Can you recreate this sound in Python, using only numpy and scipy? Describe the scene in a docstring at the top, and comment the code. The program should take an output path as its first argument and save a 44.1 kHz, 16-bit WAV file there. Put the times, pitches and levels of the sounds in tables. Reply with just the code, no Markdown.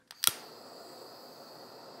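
"""In a small hard-walled room with quiet air and a faint hum (sine tones), a hand rustles softly (noise).
The trigger of a gas torch clicks (bursts of tiny knocks ringing the grip) and gas starts to hiss
(noise shaped by the barrel). The igniter snaps (a burst ringing its housing), the gas catches with
a soft thump (two dying low tones) and the flame settles to a low roar (low noise) under the hiss.
Echoes and a dying tail add the room to the clicks, hiss and roar."""
import sys
import numpy as np
from scipy import signal
from scipy.fft import rfft, irfft
from scipy.io import wavfile
from scipy.ndimage import uniform_filter1d

SR = 44100
rng = np.random.default_rng(int(sys.argv[2]) if len(sys.argv) > 2 else 0)


def wav_out(sig):
    """Save sig, one row per channel (or a flat mono array), as 16-bit PCM at SR to the path in sys.argv[1]."""
    wavfile.write(sys.argv[1], SR, np.round(np.clip(np.atleast_2d(sig).T, -1, 1) * 32767).astype(np.int16))


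N = 88200  # samples: 2 seconds

# tone colour of the quiet air: (frequency [Hz], relative level per Hz [dB])
AIR_COLOUR = [(18, -26), (30, -8.5), (278, 10.5), (521, -6.5), (752, -41), (1490, 0), (2710, -15.5),
              (4020, -11.5), (10300, -14), (15700, -30)]
AIR_DB = -72
# faint rustle of the hand before the gas is lit: (time [s], level [dB])
RUSTLE_LEVEL = [(0, -80), (.025, -73), (.05, -104), (.105, -78), (.125, -63.5), (.16, -67), (.22, -67),
                (.28, -77), (.3, -103)]
RUSTLE_HZ, RUSTLE_WIDTH_HZ = 1400, 2600
# appliance hum: (frequency [Hz], rms level [dB])
HUM_TONES = [(120, -82), (240, -91.5), (510, -80)]

# trigger clicks: (time [s], rough peak [dB], time for the slip to fall 60 dB [s],
#                  treble tilt [dB per octave], low edge [Hz])
TRIGGER_SLIPS = [(.0748, -53.5, 0.06, -0.5, 900), (.1084, -28.5, 0.014, 0.5, 500),
                 (.1215, -38.5, 0.0084, -8.5, 900), (.2290, -28.5, .005, 3.5, 1200),
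                 (.2401, -10, 0.0067, 4, 1100)]
# ring of the plastic grip: (frequency [Hz], level [dB])
GRIP_RING = [(1200, -9.5), (1900, 5), (3450, 3), (4150, 5.5), (4860, 12.5), (5700, 8.5), (8350, 9),
             (11500, 3), (15400, -3.5)]
GRIP_T60_CYCLES, GRIP_LONGEST_T60_S = 24, .008  # each ring falls 60 dB in 24 cycles, or in 8 ms if sooner
# bare crack of a slip, without the ring: (frequency [Hz], level [dB])
CRACK_COLOUR = [(200, -33), (700, -62.5), (1500, -11.5), (3000, -42), (6500, 16.5), (10000, -38.5),
                (16000, -20)]
GRIP_CRACK_DB, HOUSING_CRACK_DB = 9.5, 12.5
SLIP_RISE_S = .0004
BLUR_HZ, SHARP_SHARE = 1500, 0.22  # for the sound sent to the room: blur width, share left sharp

# single echoes: (time [s]) and, in the same order, (level [dB])
ECHO_TIMES = [.0022, .0082, .0128, .0192]
ECHO_LEVELS = [-18, -24, -24.5, -22]
# how long the room tail lasts: (frequency [Hz], time to fall 60 dB [s])
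TAIL_T60 = [(300, 0.23), (1300, 0.6), (3500, 0.52), (9000, 0.378), (15000, 0.06)]
# tone colour of the room tail: (frequency [Hz], relative level [dB])
TAIL_COLOUR_POINTS = [(300, -3), (1300, 8), (3500, -1), (6500, 2.5), (9000, 2.5), (15000, 12)]
TAIL_DB, TAIL_START_S = -12, 0.0047
BURN_ROOM_DB = 2.5  # extra room sound for the hiss and roar

# gas flow: (time [s], level of the main barrel resonance [dB])
GAS_FLOW = [(.13, -92), (.148, -62.5), (.19, -58), (.3, -52.5), (.5, -57.5), (.8, -57.5), (1.1, -57),
            (1.4, -58), (1.7, -58), (2, -57.5)]
BARREL_HZ, BARREL_SKIRT_DB = 4616, -10
BARREL_UNLIT_WIDTH_HZ, BARREL_LIT_WIDTH_HZ, BARREL_WIDENING_S = 500, 940, 0.058
# upper barrel resonances: (frequency [Hz], width [Hz])
BARREL_OVERTONES = [(6400, 500), (7750, 920), (11000, 2200), (13400, 1100), (15600, 690)]
# their levels as the nozzle turns: (time [s], then one level against the flow per resonance [dB])
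NOZZLE_AIM = [(.15, -10, -37, -19, -28, -30), (.22, -15, -34, -24, -10, -10),
              (.47, -21.5, -14, -17, -13, -22), (.67, -31, -11, -17, -19, -16),
              (.9, -23, -8, -13.5, -14, -14), (1.1, -23, -14, -16, -13, -16.5),
              (1.4, -16, -13, -16.5, -12, -13), (1.65, -23, -14.5, -15, -16, -16),
              (1.8, -26.5, -16.5, -26, -16, -27), (2, -25, -14.5, -32, -25, -19)]
# broad hiss of the jet: (frequency [Hz], relative level per Hz [dB])
JET_COLOUR = [(1500, 4), (2500, 0.5), (3500, -2), (5500, 0), (8500, -1), (9500, -7), (12500, -1),
              (15700, -6.5)]
JET_DB = -11  # against the flow
SPIT_DB = 0.72  # flicker of the treble hiss
PATCHY_DB = 1  # drifting unevenness of hiss and roar

# igniter hammer: (time [s], rough peak [dB], time for the slip to fall 60 dB [s],
#                  treble tilt [dB per octave], low edge [Hz])
IGNITER_SLIPS = [(.2730, -3, 0.0027, 2.5, 400), (.2744, -20.5, 0.0036, 7, 412)]
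# ring of the igniter housing: (frequency [Hz], level [dB], time to fall 60 dB [s])
HOUSING_RING = [(1380, -0.5, 0.03), (3357, 0, 0.038), (3930, 5.5, 0.015), (5830, 8, .005),
                (9070, 9, 0.00358), (10750, 3.5, 0.0084), (13400, 6.5, 0.0016), (13330, 2, 0.0046)]

# thump: start, overall level before the low cut, and two tones that each fall 60 dB in their T60
THUMP_S, THUMP_DB, THUMP_CUT_HZ = .2842, -24, 100
THUMP_HZ, THUMP_T60_S = 340, 0.0074
SWELL_HZ, SWELL_DB, SWELL_T60_S = 119, -6.5, 0.019  # level against the quicker tone

# tone colour of the flame: (frequency [Hz], relative level per Hz [dB])
FLAME_COLOUR = [(24, -67), (40, -42.5), (91, -34), (120, -9.5), (151, -8.5), (210, -7.5), (238, -2.5),
                (361, -3.5), (430, -0.5), (486, -4.5), (559, 1), (643, -3.5), (727, -5), (1050, -8),
                (1290, -9.5), (1650, -20.5), (1970, -18.5), (2300, -36.5), (2600, -20.5), (3380, -59),
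                (5720, -120)]
# room resonances in the roar: (frequency [Hz], width [Hz], boost [dB])
ROOM_BOOM = [(118, 24, -4), (261, 59, -1), (448, 8.8, 1.5), (568, 75, 0), (697, 30, 9.5), (746, 32, 3)]
# roar of the flame: (time [s], level [dB])
ROAR_LEVEL = [(.283, -77.5), (.29, -56), (.35, -51), (.45, -51.5), (.7, -51), (1, -52), (1.3, -52.5),
              (1.6, -51.5), (2, -51)]
FLUTTER_DB = 0.62

LEFT_LAG_S, WIDE_ABOVE_HZ = 5e-6, 4500  # the left treble lags the right
EDGE_HZ = 15740  # nothing much is left above this


def gain_of(db):
    """Turn decibels into a plain factor."""
    return 10 ** (np.asarray(db) / 20)


def evened(x):
    """Scale a signal to an rms of 1."""
    return x / np.sqrt(np.mean(x ** 2) + 1e-20)


def read(points, hz):
    """Read a frequency table, with straight lines on a log frequency scale."""
    f, value = np.transpose(points)
    return np.interp(np.log(hz + 1), np.log(f + 1), value)


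def curve(points, column=1):
    """Join a table column by straight lines in time."""
    rows = np.array(points)
    return np.interp(np.arange(N) / SR, rows[:, 0], rows[:, column])


def hump(hz, centre_hz, width_hz):
    """Gain of a resonance: strongest at its centre, weaker to both sides."""
    return 1 / (1 + (2 * (hz - centre_hz) / width_hz) ** 2)


def above(x, hz):
    """High-pass: weaken what lies below hz."""
    return signal.sosfilt(signal.butter(3, hz, "high", fs=SR, output="sos"), x)


def noise(gain, patchy_db):
    """Noise of rms 1 from random short spectra with drifting patches; gain maps Hz to a factor."""
    hz = np.fft.rfftfreq(2048, 1 / SR)
    a, b, patches = rng.standard_normal((N // 512 + 5, len(hz), 3)).T
    patches = uniform_filter1d(patches, size=14, axis=0)  # smooth over frequency
    patches = evened(uniform_filter1d(patches, size=6, axis=1))  # smooth over time
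    spectra = (a + 1j * b) * gain(hz)[:, None] * gain_of(patchy_db * patches)
    return evened(signal.istft(spectra, nperseg=2048, noverlap=1536)[1][:N])


def flicker(size):
    """Smooth random wandering of rms 1; size is the smoothing in samples."""
    once = uniform_filter1d(rng.standard_normal(N), size=size)
    return evened(uniform_filter1d(once, size=size))


def slip_burst(shape):
    """A burst of random knocks, evened in tone colour while keeping its shape in time."""
    slip = rng.standard_normal(len(shape)) * shape
    for _ in range(6):
        z = rfft(slip)
        flat = irfft(z / abs(z))
        slip = np.tanh(flat / (shape + 1e-9) * np.linalg.norm(shape)) * shape
    return slip


def clicks(events, modes, crack_db):
    """Each slip is a dying burst of tiny knocks, heard as a bare crack and in the ring of the part.
    Row 0 goes straight to the listener; row 1, scattered every way with its ring blurred, feeds the room."""
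    out, t = np.zeros((2, N)), np.arange(3072) / SR
    hz = np.fft.rfftfreq(len(t), 1 / SR)
    ring = sum(gain_of(db - 60 * t / t60) * np.sin(2 * np.pi * f * t) for f, db, t60 in modes)
    body = rfft(ring) + gain_of(crack_db + read(CRACK_COLOUR, hz))
    blur = np.sqrt(abs(uniform_filter1d(abs(body) ** 2, size=round(BLUR_HZ / hz[1]))))
    bodies = np.array([body, SHARP_SHARE * body + (1 - SHARP_SHARE) * blur])
    for s, db, t60, tilt_db, cut_hz in events:
        shape = np.minimum(t / SLIP_RISE_S, 1) * gain_of(-60 * t / t60)
        z = rfft(slip_burst(shape)) * gain_of(tilt_db * np.log2((hz + 500) / 4000))
        hit = above(irfft(z * bodies)[:, :2600], cut_hz)
        at = round(s * SR)
        out[:, at:at + 2600] += gain_of(db) * hit / np.linalg.norm(hit[0]) * 4
    return out


def quiet_air():
    """Still air of the room: a very soft steady noise."""
    return gain_of(AIR_DB) * noise(lambda hz: gain_of(read(AIR_COLOUR, hz)), 0.83)


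def rustle():
    """The hand brushes faintly: a broad band of noise whose level wavers."""
    level = gain_of(curve(RUSTLE_LEVEL) + 2.4 * flicker(size=100))
    return level * noise(lambda hz: hump(hz, RUSTLE_HZ, RUSTLE_WIDTH_HZ), 4.7)


def hum():
    """An appliance hums: steady sine tones, each starting anywhere in its cycle."""
    t = np.arange(N) / SR
    return sum(np.sqrt(2) * gain_of(db) * np.sin(2 * np.pi * (f * t + rng.random()))
               for f, db in HUM_TONES)


def trigger():
    """The trigger slips through its travel and each slip rings the plastic grip."""
    grip = [(f, db, min(GRIP_T60_CYCLES / f, GRIP_LONGEST_T60_S)) for f, db in GRIP_RING]
    return clicks(TRIGGER_SLIPS, grip, GRIP_CRACK_DB)


def room(x, wet_db=0):
    """A few single echoes, then sparse taps of random sign, each band dying at its own speed."""
    taps = np.zeros(SR // 2)
    at = np.arange(0, len(taps) - 8, 8)
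    taps[at + rng.integers(0, 8, len(at))] = rng.choice([-1., 1.], len(at))
    hz, t, z = signal.stft(taps, SR, nperseg=256)
    fade_db = read(TAIL_COLOUR_POINTS, hz)[:, None] - 60 * t / read(TAIL_T60, hz)[:, None]
    tail = signal.istft(z * gain_of(fade_db), SR, nperseg=256)[1]
    wait = np.zeros(round(TAIL_START_S * SR))
    tail = np.r_[wait, gain_of(TAIL_DB) * tail / np.linalg.norm(tail)]
    for s, db in zip(ECHO_TIMES, ECHO_LEVELS):
        tail[round(s * SR)] += gain_of(db)
    return gain_of(wet_db) * signal.fftconvolve(x, tail)[:N]


def barrel(width_hz):
    """Jet noise gathered at the main barrel resonance, with a wider, weaker skirt."""
    def gain(hz):
        peak = np.exp(-(2 * (hz - BARREL_HZ) / width_hz) ** 2)
        return peak + gain_of(BARREL_SKIRT_DB) * hump(hz, BARREL_HZ, 2 * width_hz)
    return noise(gain, PATCHY_DB)


def gas():
    """The jet hisses through the barrel, whose resonance widens once the flame burns."""
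    lit = np.clip((np.arange(N) / SR - THUMP_S) / BARREL_WIDENING_S, 0, 1)
    main = np.sqrt(1 - lit) * barrel(BARREL_UNLIT_WIDTH_HZ) + np.sqrt(lit) * barrel(BARREL_LIT_WIDTH_HZ)
    treble = gain_of(JET_DB) * noise(lambda hz: gain_of(read(JET_COLOUR, hz)) * (hz > 800), PATCHY_DB)
    for k, (f, w) in enumerate(BARREL_OVERTONES):
        treble += gain_of(curve(NOZZLE_AIM, column=k + 1)) * noise(lambda hz: hump(hz, f, w), PATCHY_DB)
    return gain_of(curve(GAS_FLOW)) * (main + treble * gain_of(SPIT_DB * flicker(size=40)))


def igniter():
    """The hammer snaps and rings the igniter housing."""
    return clicks(IGNITER_SLIPS, HOUSING_RING, HOUSING_CRACK_DB)


def thump():
    """The gas cloud catches: a quick and a slower low tone die away together, both starting downward."""
    t = np.maximum(np.arange(N) / SR - THUMP_S, 0)
    quick = gain_of(-60 * t / THUMP_T60_S) * np.sin(2 * np.pi * THUMP_HZ * t)
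    swell = gain_of(SWELL_DB - 60 * t / SWELL_T60_S) * np.sin(2 * np.pi * SWELL_HZ * t)
    return above(-gain_of(THUMP_DB) * (quick + swell), THUMP_CUT_HZ)


def flame():
    """Turbulent burning: a low fluttering roar, coloured by the room."""
    def gain(hz):
        boom_db = sum(db * hump(hz, f, w) for f, w, db in ROOM_BOOM)
        treble_fade = hump(np.maximum(hz, 2600), 2600, 600)  # no change below 2600 Hz
        return gain_of(read(FLAME_COLOUR, hz) + boom_db) * treble_fade
    return noise(gain, PATCHY_DB) * gain_of(curve(ROAR_LEVEL) + FLUTTER_DB * flicker(size=300))


def scene():
    """Add up all sounds and their room echoes, the same in both channels."""
    direct, scattered = trigger() + igniter() + thump()  # the thump joins both rows
    burn = gas() + flame()
    background = quiet_air() + rustle() + hum()
    mono = background + direct + room(scattered) + burn + room(burn, BURN_ROOM_DB)
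    return np.array([mono, mono])


def record(dry):
    """The treble reaches the two channels a few microseconds apart; then the top is cut off."""
    hz = np.fft.rfftfreq(N, 1 / SR)
    turn = np.pi * hz * LEFT_LAG_S / (1 + (WIDE_ABOVE_HZ / (hz + 1)) ** 6)  # half the lag per side
    wide = irfft(rfft(dry) * np.exp(1j * np.array([-turn, turn])), N)
    low_pass = signal.firwin(1023, EDGE_HZ, window=("kaiser", 9), fs=SR)
    return signal.oaconvolve(wide, low_pass[None], "same")


dry = scene()
out = record(dry)
wav_out(out)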